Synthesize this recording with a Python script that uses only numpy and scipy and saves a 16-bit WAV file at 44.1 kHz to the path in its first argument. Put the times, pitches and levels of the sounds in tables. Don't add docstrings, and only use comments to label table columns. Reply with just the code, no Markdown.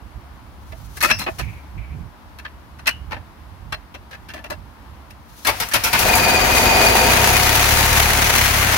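import sys
import numpy as np
from scipy import signal
from scipy.fft import rfft, irfft, next_fast_len
from scipy.io import wavfile

SR = 44100
rng = np.random.default_rng(int(sys.argv[2]) if len(sys.argv) > 2 else 0)


def int16_out(signal):
    q = np.round(np.clip(np.atleast_2d(signal).T, -1, 1) * 32767)
    wavfile.write(sys.argv[1], SR, q.astype(np.int16))


N = 386757
T = np.arange(N) / SR
CATCH_S = 5.87

# time in seconds, firings per second.
SPEED = [(6.0, 19.6), (6.38, 17.2), (6.6, 21.3), (6.75, 24.8), (7.0, 29.7), (7.3, 33.7), (8.03, 36.6),
         (8.44, 34.8), (8.77, 32.7)]
# pitch in Hz, width in Hz, level in dB.
INTAKE_MODES = [(234, 130, -9), (394, 160, -6), (511.7, 40, -8), (683, 300, -1.5), (725, 68, -8.5),
                (907, 88, -3)]
# frequency in Hz, level in dB.
HISS_COLOUR = [(1500, -1.5), (3300, 7.5), (4200, 9.5), (5100, 6), (6200, 10), (8400, -1), (11000, 2.5),
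               (13500, -1), (16000, 5.5)]
# frequency in Hz, level in dB.
SILENCER_COLOUR = [(12, -52), (36, 0.5), (52, 4), (76, 2.5), (105, 2), (145, -8), (300, -26), (900, -55)]


def gain_of(db):
    return 10 ** (np.asarray(db) / 20)


def unit_rms(x):
    return x / np.sqrt(np.mean(x ** 2) + 1e-20)


def spectrum_at(points, hz):
    f, value = np.transpose(points)
    return np.interp(np.log(hz + 1), np.log(f + 1), value)


def automation(points):
    return np.interp(T, *np.transpose(points))


def add(mix, start_s, sound):
    part = mix[:, round(start_s * SR):][:, :sound.shape[1]]
    part += sound[:, :part.shape[1]]


def coloured(x, points, size=8192):
    log_gain = np.log(gain_of(spectrum_at(points, abs(np.fft.fftfreq(size, 1 / SR)))))
    taps = np.fft.ifft(np.exp(np.conj(signal.hilbert(log_gain)))).real[:size // 2]
    return signal.oaconvolve(x, taps[None], axes=1)[:, :x.shape[1]]


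def noise(size=N):
    # frequency in Hz, correlation from 0 to 1.
    likeness = [(110, .88), (300, .72), (700, .42), (2400, 0)]
    full = next_fast_len(size)
    left, unrelated = rfft(rng.standard_normal((2, full)))
    same = spectrum_at(likeness, np.fft.rfftfreq(full, 1 / SR))
    right = same * left + np.sqrt(1 - same ** 2) * unrelated
    return irfft(np.array([left, right]), full)[:, :size]


def waver(per_s, size=N):
    samples = np.arange(size)
    return unit_rms(np.interp(samples * per_s / SR, samples, rng.standard_normal(size)))


def resonances(x, modes):
    out = 0
    for hz, width, db in modes:
        b, a = signal.iirpeak(hz, hz / (0.63 * width), fs=SR)
        out = out + gain_of(db) * unit_rms(signal.lfilter(b, a, signal.lfilter(b, a, x)))
    return unit_rms(out)


def tinny_echoes(x, share, within_s, drift_per_s=7, count=8):
    out, size = x.copy(), x.shape[1]
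    for port, source in zip(out, x):
        for delay in (within_s * rng.uniform(.06, 1, count) * SR).astype(int):
            port[delay:] += share / np.sqrt(count) * waver(drift_per_s, size - delay) * source[:-delay]
    return out / np.sqrt(1 + share ** 2)


def yard(wash_db=-47, hum_hz=70, hum_db=-48):
    # frequency in Hz, level in dB.
    yard_colour = [(100, -29), (180, -2), (300, -4.5), (430, -13), (950, -6), (2400, -19), (5200, -26.5),
                   (8500, -37), (15500, -35.5)]
    wash = gain_of(wash_db + .5 * waver(3.06)) * unit_rms(coloured(noise(), yard_colour))
    return wash + gain_of(hum_db) * resonances(noise(), [(hum_hz, 7, 0)])


def wind(breeze_db=-44, fade_db_per_s=1.15, lumps_db=2, flutter_db=-3, right_bias_db=13.5):
    # peak time in seconds, length in seconds, level in dB.
    buffets = [(0.176, 0.026, -33), (0.838, 0.18, -38), (1.165, 0.18, -33.5), (1.453, 0.12, -29.5),
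               (1.783, 0.082, -32), (1.979, 0.11, -27.5), (3.087, 0.2, -36), (3.654, 0.23, -39.5),
               (4.615, 0.13, -40.5)]
    breeze = gain_of(breeze_db - fade_db_per_s * T)
    buffet_power = sum(gain_of(db) ** 2 * np.exp(-(2 * (T - s) / span) ** 2) for s, span, db in buffets)
    force = np.sqrt(breeze ** 2 + buffet_power)
    # frequency in Hz, level in dB.
    wind_colour = [(30, -31), (50, 6), (95, 0.5), (150, -8), (260, -29), (2000, -61.5)]
    rumble = unit_rms(gain_of(lumps_db * waver(30)) * coloured(noise(), wind_colour))
    flutter = unit_rms(coloured(coloured(noise(), wind_colour), [(70, -13.5), (140, -6)]))
    sharpness = gain_of(flutter_db) * 2 * force / force.max()
    pan = gain_of([[-right_bias_db / 2], [right_bias_db / 2]])
    return pan * force * (rumble + sharpness * flutter) / np.hypot(1, sharpness)


def swing_air(rough_db=2):
    # fastest moment in seconds, length in seconds, level in dB.
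    swings = [(1.13, 0.74, -46), (5.587, 0.43, -39.5)]
    swell = sum(gain_of(db) * np.exp(-(2 * (T - s) / length) ** 2) for s, length, db in swings)
    return swell * unit_rms(coloured(noise() * gain_of(rough_db * waver(60)), HISS_COLOUR))


def chain_scrapes(rise_s=0.0073, t60=0.5, rough_db=3):
    # start in seconds, length in seconds, level in dB.
    scrapes = [(1.421, 0.083, -41.5), (1.774, 0.067, -44.5)]
    # pitch in Hz, width in Hz, level in dB.
    chain_ring = [(2310, 800, 0)]
    out, t = np.zeros((2, N)), T[:SR]
    for start, length, db in scrapes:
        rub = resonances(noise(len(t)) * gain_of(rough_db * waver(79, len(t))), chain_ring)
        envelope = np.minimum(t / rise_s, 1) * gain_of(db - 60 * np.maximum(t - length, 0) / t60)
        add(out, start, rub * envelope)
    return out


def steel_pings(width_hz=220, rise_s=.002):
    # start in seconds, pitch in Hz, level in dB, t60 in seconds.
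    pings = [(1.105, 2690, -20, 0.2), (1.107, 5640, -22.5, 0.24), (1.12, 5100, -29, 0.35),
             (1.198, 4080, -27, 0.17), (2.872, 2650, -9, 0.097), (2.873, 2906, -27, 0.3)]
    out, t = np.zeros((2, N)), T[:SR]
    for start, hz, db, t60 in pings:
        ring = resonances(noise(len(t)), [(hz, width_hz, 0)])
        add(out, start, ring * gain_of(db - 60 * t / t60) * np.minimum(t / rise_s, 1))
    return out


def frame_ring(t, spread_db=2.5, detune=.04):
    # pitch in Hz, level in dB, t60 in seconds.
    modes = [(635, -7, .07), (1380, -9, .05), (1790, -5, .05), (2650, -3, .05), (4220, -9, .05)]
    ring = 0
    for hz, db, t60 in modes:
        envelope = gain_of(db + spread_db * rng.standard_normal() - 60 * t / t60)
        pitch = hz * (1 + detune * rng.uniform(-1, 1))
        ring = ring + envelope * np.sin(2 * np.pi * pitch * t)
    return ring


def blow(row, colour, t60, echo_db, echo_t60, chatter_db, ring_db):
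    _, hold_s, db, body_db, bright_db = row
    sag_db_per_s, crack_tilt_db, crack_share = 101, 5.5, .3
    t = T[:SR // 3]
    after = np.maximum(t - hold_s, 0)
    during = t < hold_s + .004
    sag_db = sag_db_per_s * (t - after)
    envelope = gain_of(-sag_db - 60 * after / t60 + chatter_db * waver(515, len(t)))
    drive = tinny_echoes(noise(len(t)) * envelope, share=.9, within_s=.005)
    steel = signal.fftconvolve(drive, frame_ring(t)[None], axes=1)[:, :len(t)]
    echo = gain_of(echo_db - 60 * after / echo_t60) * noise(len(t))
    hit = unit_rms(coloured(drive + echo, colour)) + gain_of(ring_db) * unit_rms(steel)
    crack, body = (coloured(hit, [(750, body_db - tilt), (1600, -tilt), (3200, 0),
                                  (8000, bright_db + tilt)]) for tilt in (crack_tilt_db, 0))
    crack_s = crack_share * during.sum() / SR
    crossfade = np.exp(-(t / crack_s) ** 2)
    sound = crossfade * crack + (1 - crossfade) * body
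    return gain_of(db) * sound / np.sqrt(np.mean(sound[:, during] ** 2))


def crank():
    # start in seconds, chatter length in seconds, then level, body, brightness in dB.
    clacks = [(0.721, 0.0043, -37.5, 12, -3), (0.968, 0.0094, -33, 7, 11), (1.006, 0.0034, -23, -13, 5),
              (1.026, 0.029, -13, 5.5, 4.5), (1.072, 0.04, -23.5, 0, 0), (1.1, 0.02, -13, 0, -5),
              (1.187, 0.049, -28, 7.5, 6), (1.264, 0.022, -21.5, 12.5, -28),
              (1.385, 0.029, -26.5, 6.5, 1.5), (2.387, 0.011, -37.5, -9, -3), (2.449, 0.0029, -30, -2, -16),
              (2.787, 0.0074, -41, 3, -4), (2.858, 0.0095, -28.5, -3, -7), (2.869, 0.027, -15.5, -6, -1),
              (3.109, 0.037, -28, 9.5, -11.5), (3.165, 0.0065, -34, 10, -20),
              (3.722, 0.012, -23.5, 1.5, -8), (3.942, 0.015, -35.5, 5, -7.5), (4.11, 0.039, -38, 1, -5),
              (4.286, 0.025, -36.5, -5, -5), (4.337, 0.058, -35.5, 8, -5.5), (4.441, 0.022, -34.5, 6.5, -5),
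              (4.501, 0.025, -26.5, 14, 1), (5.103, 0.0041, -43, -11, 5), (5.449, .012, -21, -1, 3.5),
              (5.687, 0.0026, -29.5, 14, 23), (5.714, 0.0048, -25, -9, 3)]
    # frequency in Hz, level in dB.
    clack_colour = [(80, -32.5), (220, 2.5), (430, -12.5), (660, 1), (1100, 3), (1700, 9), (2800, 2),
                    (3500, -2.5), (5600, -4.5), (7500, -14), (16000, -18.5)]
    out = np.zeros((2, N))
    for row in clacks:
        knock = blow(row, clack_colour, t60=.07, echo_db=-21, echo_t60=.35, chatter_db=4, ring_db=-6)
        add(out, row[0], knock)
    return out


def first_firings(boom_db=-18, boom_t60=0.66, intake_db=-11, intake_t60=0.34):
    # start in seconds, blast length in seconds, then level, body, brightness in dB.
    firings = [(5.469, 0.029, -14, 0.5, 1), (5.6, 0.035, -20.5, -2, 3.5), (5.736, 0.025, -13.5, -1, 2.5),
               (5.837, 0.05, -17, -1.5, 6.5), (5.93, 0.029, -14, -2, -0.5), (5.99, 0.033, -18.5, -6, 7.5),
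               (6.153, 0.023, -19, -10, 18)]
    # frequency in Hz, level in dB.
    blast_colour = [(150, 0), (430, -1), (750, 5.5), (2600, 4.5), (3500, -2), (5200, -3), (8200, -16.5),
                    (11000, -14.5), (16000, -16)]
    out, t = np.zeros((2, N)), T[:SR // 2]
    for row in firings:
        start, _, db, _, _ = row
        blast = blow(row, blast_colour, t60=.095, echo_db=-13.5, echo_t60=.88, chatter_db=1, ring_db=-20)
        boom = unit_rms(coloured(noise(len(t)), SILENCER_COLOUR))
        ring = resonances(noise(len(t)), INTAKE_MODES[-2:])
        add(out, start, blast)
        add(out, start, gain_of(db + boom_db - 60 * t / boom_t60) * boom)
        add(out, start, gain_of(db + intake_db - 60 * t / intake_t60) * ring)
    return out


def fader(full_db, per_effort=0, per_draw=0, db_per_doubling=0):
    # time in seconds, level in dB.
    effort_points = [(6.0, -2), (6.37, -5.5), (6.58, 0.5), (6.75, -2.5), (7.6, 0), (8.77, -2.5)]
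    # time in seconds, level in dB.
    draw_points = [(6.0, -6.5), (6.3, -3.5), (6.43, -6.5), (6.78, -0.5), (7.05, -1.5), (7.55, -7.5),
                   (8.77, -14)]
    effort, draw, speed = automation(effort_points), automation(draw_points), automation(SPEED)
    load_db = per_effort * (effort - effort.max()) + per_draw * (draw - draw.max())
    return gain_of(full_db + load_db + db_per_doubling * np.log2(speed / speed.max()))


def throb(strokes, depth_db, peak_at):
    return gain_of(depth_db * np.cos(2 * np.pi * (strokes - peak_at)))


def valve_clatter(speed, ticks_per_firing=14, tick_s=.003, tick_db=-3):
    onsets = rng.random(N) < ticks_per_firing * speed / SR
    ticks = unit_rms(signal.lfilter([1], [1, -np.exp(-1 / (tick_s * SR))], onsets.astype(float)))
    clatter = np.hypot(1, gain_of(tick_db) * ticks) * (T >= CATCH_S)
    return clatter / np.sqrt(np.mean(clatter[T >= CATCH_S] ** 2))


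def machinery(strokes, slowness, clatter):
    # frequency in Hz, level in dB.
    machine_colour = [(60, -5.5), (150, -1), (250, -2.5), (450, -6.5), (800, 0.5), (2100, 3.5),
                      (2800, -0.5), (3400, -6), (6300, -15.5), (8200, -19), (16000, -69)]
    churn = clatter * unit_rms(coloured(noise(), machine_colour))
    level = fader(-17, per_effort=0.1, per_draw=0.08, db_per_doubling=-0.5)
    return level * throb(strokes, 0.56 * slowness, peak_at=0.065) * churn


def engine_hiss(strokes, slowness, clatter):
    hiss = unit_rms(coloured(tinny_echoes(noise(), share=.7, within_s=.011), HISS_COLOUR))
    level = fader(-17.5, per_effort=1, db_per_doubling=-0.5)
    return level * throb(strokes, 0.67 * slowness, peak_at=0.1) * clatter * hiss


def intake_roar(strokes, slowness):
    level = fader(-17, per_draw=1, db_per_doubling=-1.5)
    return level * throb(strokes, slowness, peak_at=0.68) * resonances(noise(), INTAKE_MODES)


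def throttle_whistle(strokes, slowness, rattle_db=2):
    # pitch in Hz, width in Hz, level in dB.
    gap_modes = [(2470, 110, 0), (4700, 430, -5), (6640, 420, -12)]
    rattle = unit_rms(gain_of(rattle_db * waver(150)))
    level = fader(-23, per_effort=-0.5, per_draw=1, db_per_doubling=-4)
    return level * throb(strokes, 1.7 * slowness, peak_at=0.39) * rattle * resonances(noise(), gap_modes)


def exhaust(strokes, slowness, opens_at=0.17, wobble=0.017, turbulence_db=-12, uneven_db=1.7):
    openings = np.floor(strokes - opens_at + wobble * waver(30))
    pulses = -np.diff(openings, prepend=openings[0]) * gain_of(uneven_db * rng.standard_normal(N))
    sounding = T >= SPEED[0][0]
    boom = unit_rms(coloured(pulses[None], SILENCER_COLOUR) * sounding)
    boom *= np.sqrt(np.mean(sounding))
    turbulence = unit_rms(coloured(noise(), SILENCER_COLOUR))
    blur = gain_of(turbulence_db) * slowness ** 2
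    level = fader(-22.3, per_effort=0.8, db_per_doubling=1)
    return level * (boom + blur * turbulence) / np.hypot(1, blur)


def engine(swell_s=0.22):
    speed = automation(SPEED)
    strokes = np.cumsum(speed * (T >= CATCH_S)) / SR
    slowness = speed.max() / speed
    clatter = valve_clatter(speed)
    out = machinery(strokes, slowness, clatter) + engine_hiss(strokes, slowness, clatter)
    out += intake_roar(strokes, slowness) + throttle_whistle(strokes, slowness)
    out += exhaust(strokes, slowness)
    return np.clip((T - CATCH_S) / swell_s, 0, 1) * out


def scene():
    # frequency in Hz, left over right in dB.
    port_balance = [(100, 3), (450, -2), (740, 3), (1200, 3), (3300, 2.5), (7200, 0.5), (9200, 15),
                    (12500, 17.5), (15500, 7)]
    cranking = crank() + steel_pings() + chain_scrapes() + swing_air()
    mix = cranking + first_firings() + engine() + yard() + wind()
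    size = 2 * next_fast_len(N)
    balance_db = spectrum_at(port_balance, np.fft.rfftfreq(size, 1 / SR))
    return irfft(rfft(mix, size) * gain_of([balance_db / 2, -balance_db / 2]), size)[:, :N]


def record(dry):
    ceiling, edge_hz = .9, 15850
    rounded = dry / (1 + (dry / ceiling) ** 6) ** (1 / 6)
    low_pass = signal.firwin(511, edge_hz, window=("kaiser", 9), fs=SR)
    return signal.oaconvolve(rounded, low_pass[None], "same")


dry = scene()
out = record(dry)
int16_out(out)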